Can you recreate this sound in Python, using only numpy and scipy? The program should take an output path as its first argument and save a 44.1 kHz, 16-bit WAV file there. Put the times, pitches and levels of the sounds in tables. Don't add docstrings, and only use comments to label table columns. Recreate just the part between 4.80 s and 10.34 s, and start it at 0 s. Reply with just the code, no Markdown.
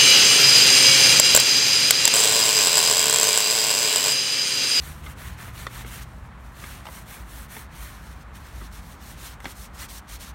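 import sys
import numpy as np
from scipy import signal
from scipy.fft import rfft, irfft
from scipy.io import wavfile
from scipy.ndimage import uniform_filter1d

SR = 44100
rng = np.random.default_rng(int(sys.argv[2]) if len(sys.argv) > 2 else 0)


def inscribe(sig):
    pcm = np.round(np.clip(np.atleast_2d(sig).T, -1, 1) * 32767)
    wavfile.write(sys.argv[1], SR, pcm.astype(np.int16))


N = 244314
T = np.arange(N) / SR


def undb(db):
    return 10 ** (np.asarray(db) / 20)


def unit(x):
    return x / np.sqrt(np.mean(x ** 2) + 1e-18)


def colour(x, points):
    hz, db = np.transpose(points)
    f = np.arange(len(x) // 2 + 1) * SR / len(x)
    return irfft(rfft(x) * undb(np.interp(np.log(f + 1), np.log(hz), db)), len(x))


def drift(rate_hz, size=2000):
    return 1.44 * np.interp(T * rate_hz, np.arange(size), rng.standard_normal(size))


def ring(modes, t):
    return sum(undb(db - 60 * t / t60) * np.sin(2 * np.pi * hz * t + rng.uniform(0, 2 * np.pi))
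               for hz, db, t60 in modes)


def add(out, start_s, x):
    i = int(start_s * SR)
    out[i:i + len(x)] += x[:max(N - i, 0)]


def traffic(level_db=-40.5, waver_db=1.0, split_hz=220):
    # f/Hz, level/dB
    spectrum = [(27, -46), (39, -11), (56, 4), (85, -9), (130, -11.5), (200, -14.5), (400, -27), (650, -25),
                (1100, -21.5), (1900, -27.5), (2800, -36.5), (4000, -42.5), (7000, -50.5), (15000, -58)]
    # t/s, gain/dB
    rumble_curve = [(0, 1.5), (1.2, 1.5), (1.6, 2), (3, 0), (4.2, -0.5), (5.54, -1)]
    noise = unit(colour(rng.standard_normal(N), spectrum))
    rumble = signal.sosfiltfilt(signal.butter(2, split_hz, fs=SR, output="sos"), noise)
    tyres = noise - rumble
    rumble_db = np.interp(T, *np.transpose(rumble_curve)) + waver_db * drift(9.8)
    return undb(level_db) * (rumble * undb(rumble_db) + tyres)


def distant_engine(waver_db=1.0):
    # t/s, cycle rate/Hz
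    revs = [(0, 37.3), (.42, 38.1), (.72, 40), (1.5, 41.5)]
    # multiple of cycle rate, level/dB, loudest/s, half-length/s
    exhaust = [(2, -41, 0.24, 0.32), (3, -43.5, 0.99, 0.54), (4, -49, 0.24, 0.58)]
    phase = 2 * np.pi * np.cumsum(np.interp(T, *np.transpose(revs))) / SR
    out = np.zeros(N)
    for order, db, loudest_s, half_s in exhaust:
        swell = np.exp(-((T - loudest_s) / half_s) ** 2)
        out += undb(db + waver_db * drift(9.65)) * swell * np.sin(order * phase)
    return np.sqrt(2) * out


def knocks(crack_db=-5, chatter=0.39, detune=0.043, scatter_db=-9, scatter_s=0.011, level_span_s=0.004):
    # t/s, level/dB, brightness/Hz, contact decay/s, thump pitch/Hz
    blows = [(0.262, -34, 2720, 0.014, 670), (0.8673, -26.5, 3900, 0.0021, 405),
             (1.047, -39.5, 1990, 0.0012, 243), (1.839, -34.5, 3000, 0.0028, 260),
             (2.055, -39.5, 3170, 0.0011, 580), (2.067, -34.5, 3100, 0.0062, 630),
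             (2.086, -39, 2010, .005, 530), (2.166, -42.5, 2200, 0.0085, 297),
             (2.766, -35, 2400, 0.0031, 228), (3.813, -41, 1900, 0.0071, 182),
             (4.603, -40.5, 7360, 0.00089, 302), (4.644, -36, 5460, 0.0022, 290),
             (4.6544, -28.5, 2370, 0.0029, 188), (4.666, -39, 2310, .019, 394),
             (5.026, -36.5, 5000, 0.0095, 293)]
    # f/Hz, level/dB, t60/s
    block_modes = [(880, -2, 0.016), (1060, -5.5, 0.021), (1290, 1, 0.017), (1570, -3.5, 0.023),
                   (1870, -7, 0.012), (2050, 3, 0.023), (2490, -21, 0.011), (2890, -0.5, 0.0083),
                   (3490, -1, 0.03), (3980, -19, 0.0069), (5420, 2, 0.018), (6140, -3, 0.013)]
    # multiple of thump pitch, level/dB, t60/s
    shoe_modes = [(1, 3.5, 0.091), (1.31, 4, 0.057), (1.9, 0, 0.067)]
    out, t = np.zeros(N), T[:SR // 6]
    for start_s, level_db, bright_hz, contact_s, thump_hz in blows:
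        gripped = [(hz * np.exp(detune * rng.standard_normal()), db, t60) for hz, db, t60 in block_modes]
        block = ring(gripped, t)
        shoe = ring([(k * thump_hz, db, t60) for k, db, t60 in shoe_modes], t)
        stand = rng.standard_normal(len(t)) * np.exp(-t / scatter_s)
        contact = chatter * rng.standard_normal(len(t)) * np.exp(-t / contact_s)
        contact[0] += 1
        band = signal.butter(2, [0.058 * bright_hz, bright_hz], "band", fs=SR, output="sos")
        force = signal.sosfilt(band, contact)
        wood, thump, scatter = (unit(signal.fftconvolve(force, response)[:len(t)])
                                for response in (block, shoe, stand))
        thump_db = 1 - 13.5 * np.log2(bright_hz / 1950)
        knock = wood + undb(crack_db) * unit(force) + undb(thump_db) * thump + undb(scatter_db) * scatter
        add(out, start_s, knock * undb(level_db) * np.sqrt(level_span_s / t[-1]))
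    return out


def bristle_slips(flicks_per_s=12000, spread_db=2.5, tuft_db=0.5, grip_db=1.5):
    bend = np.minimum(rng.exponential(size=N), 3.5)
    slipping = rng.random(N) < flicks_per_s / SR
    flicks = slipping * rng.standard_normal(N) * undb(spread_db * bend)
    rub = rng.standard_normal(N)
    return unit(unit(flicks) + rub) * undb(tuft_db * drift(170) + grip_db * drift(28))


def tuft_shimmer(x, depth_db=1.5, frame=512):
    bands = signal.stft(x, nperseg=frame)[2]
    tufts = uniform_filter1d(rng.standard_normal(bands.shape), size=4, axis=0)
    tufts = uniform_filter1d(tufts, size=5, axis=1)
    return signal.istft(bands * undb(depth_db * unit(tufts)), nperseg=frame)[1][:N]


def sweep_speed(start_s, fastest_s, end_s, turn_s=0.019, rise_power=1.46, fall_power=1.38):
    angle = np.interp(T, [start_s - turn_s, fastest_s, end_s + turn_s], [0, np.pi / 2, np.pi])
    arch = np.where(angle < np.pi, np.sin(angle), 0)
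    return arch ** np.where(T < fastest_s, rise_power, fall_power)


def swipe_speed(lands_s, lifts_s, bite_s=0.03, release_s=0.028, sag_db_per_s=-9):
    contact = np.clip((T - lands_s) / bite_s, 0, 1) * np.clip((lifts_s - T) / release_s, 0, 1)
    middle_s = (lands_s + lifts_s) / 2
    return contact * undb(sag_db_per_s * (T - middle_s))


def brush(body_hz=1800, centre_hz=5000, sheen_hz=11000, tip_hz=7500, tip_power=0.49):
    # f/Hz, level/dB
    spectrum = [(150, -4), (500, -10.5), (850, -6.5), (1200, -3), (1900, -2), (2700, -3), (3700, -2.5),
                (6000, -3), (7300, -6.5), (8700, -6.5), (12000, -6.5), (15000, -9.5)]
    # start/s, fastest/s, end/s, level/dB, leather body/dB
    sweeps = [(-.15, 0.045, 0.19, -46.5, 7), (0.222, 0.283, 0.34, -47.5, 8.5), (0.36, 0.43, 0.57, -45, 10),
              (0.567, 0.634, 0.73, -45.5, 11.5), (0.727, 0.769, 0.89, -43.5, 8),
              (0.877, 0.977, 1.045, -44.5, 8.5), (1.055, 1.105, 1.274, -42.5, 6.5),
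              (1.727, 1.878, 2.057, -46.5, 7.5), (2, 2.183, 2.245, -47, 5), (2.252, 2.308, 2.46, -48, 8.5),
              (2.413, 2.61, 2.667, -47.5, 5.5), (2.688, 2.742, 2.865, -44.5, 8),
              (2.902, 3.028, 3.19, -45.5, 7), (3.722, 3.814, 3.9, -48.5, 2), (3.917, 3.943, 4.02, -47, 0.5),
              (3.972, 4.102, 4.185, -49, -1), (4.18, 4.292, 4.36, -46, -1.5),
              (4.351, 4.446, 4.56, -41.5, 1.5), (4.727, 4.833, 4.875, -42.5, -9.5)]
    # lands/s, lifts/s, level/dB, leather body/dB
    swipes = [(0.138, 0.237, -57, 6), (1.202, 1.252, -41.5, -3), (1.25, 1.498, -61, -6),
              (1.578, 1.77, -60, -3), (1.737, 1.83, -51.5, 5), (3.09, 3.448, -53, 1),
              (3.237, 3.297, -51, -1), (3.524, 3.86, -52, 3.5), (4.6, 4.67, -52.5, 0),
              (4.63, 4.745, -45.5, -0.5), (4.829, 4.876, -43, 2), (4.923, 5, -51.5, -5),
              (4.964, 5.08, -40.5, 1), (5.075, 5.21, -41, -4.5), (5.269, 5.387, -40, -1),
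              (5.38, 5.527, -44, 0)]
    # t/s, gain/dB
    sheen = [(0, 3.5), (1.22, 1.5), (1.4, -3.5), (2, 3), (2.75, 6), (3.05, 3.5), (3.25, -2.5), (4.4, 0),
             (5.54, -2.5)]
    hiss = unit(colour(tuft_shimmer(bristle_slips()), spectrum))
    highpass = signal.butter(2, tip_hz, "high", fs=SR, output="sos")
    strokes = [(sweep_speed(*times), db, body_db) for *times, db, body_db in sweeps]
    strokes += [(swipe_speed(*times), db, body_db) for *times, db, body_db in swipes]
    out = np.zeros(N)
    for motion, level_db, body_db in strokes:
        during = np.flatnonzero(motion > 0)
        speed = motion[during]
        patch = hiss[(during + rng.integers(N)) % N]
        sheen_db = np.interp(T[during].mean(), *np.transpose(sheen))
        rub = colour(patch, [(body_hz, body_db), (centre_hz, 0), (sheen_hz, sheen_db)])
        tips = signal.sosfiltfilt(highpass, rub, padlen=0)
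        out[during] += (rub - tips + tips * speed ** tip_power) * speed * undb(level_db)
    return out


def scene():
    return np.tile(brush() + knocks() + traffic() + distant_engine(), (2, 1))


def record(dry):
    # f/Hz, gain/dB
    port = [(4300, -0.5), (4850, -4), (5400, -1.5), (9500, 3), (10200, -1.5), (10900, 1)]
    top_hz = 15850
    heard = np.array([colour(channel, port) for channel in dry])
    return signal.sosfilt(signal.ellip(10, 0.2, 70, top_hz, fs=SR, output="sos"), heard)


dry = scene()
out = record(dry)
inscribe(out)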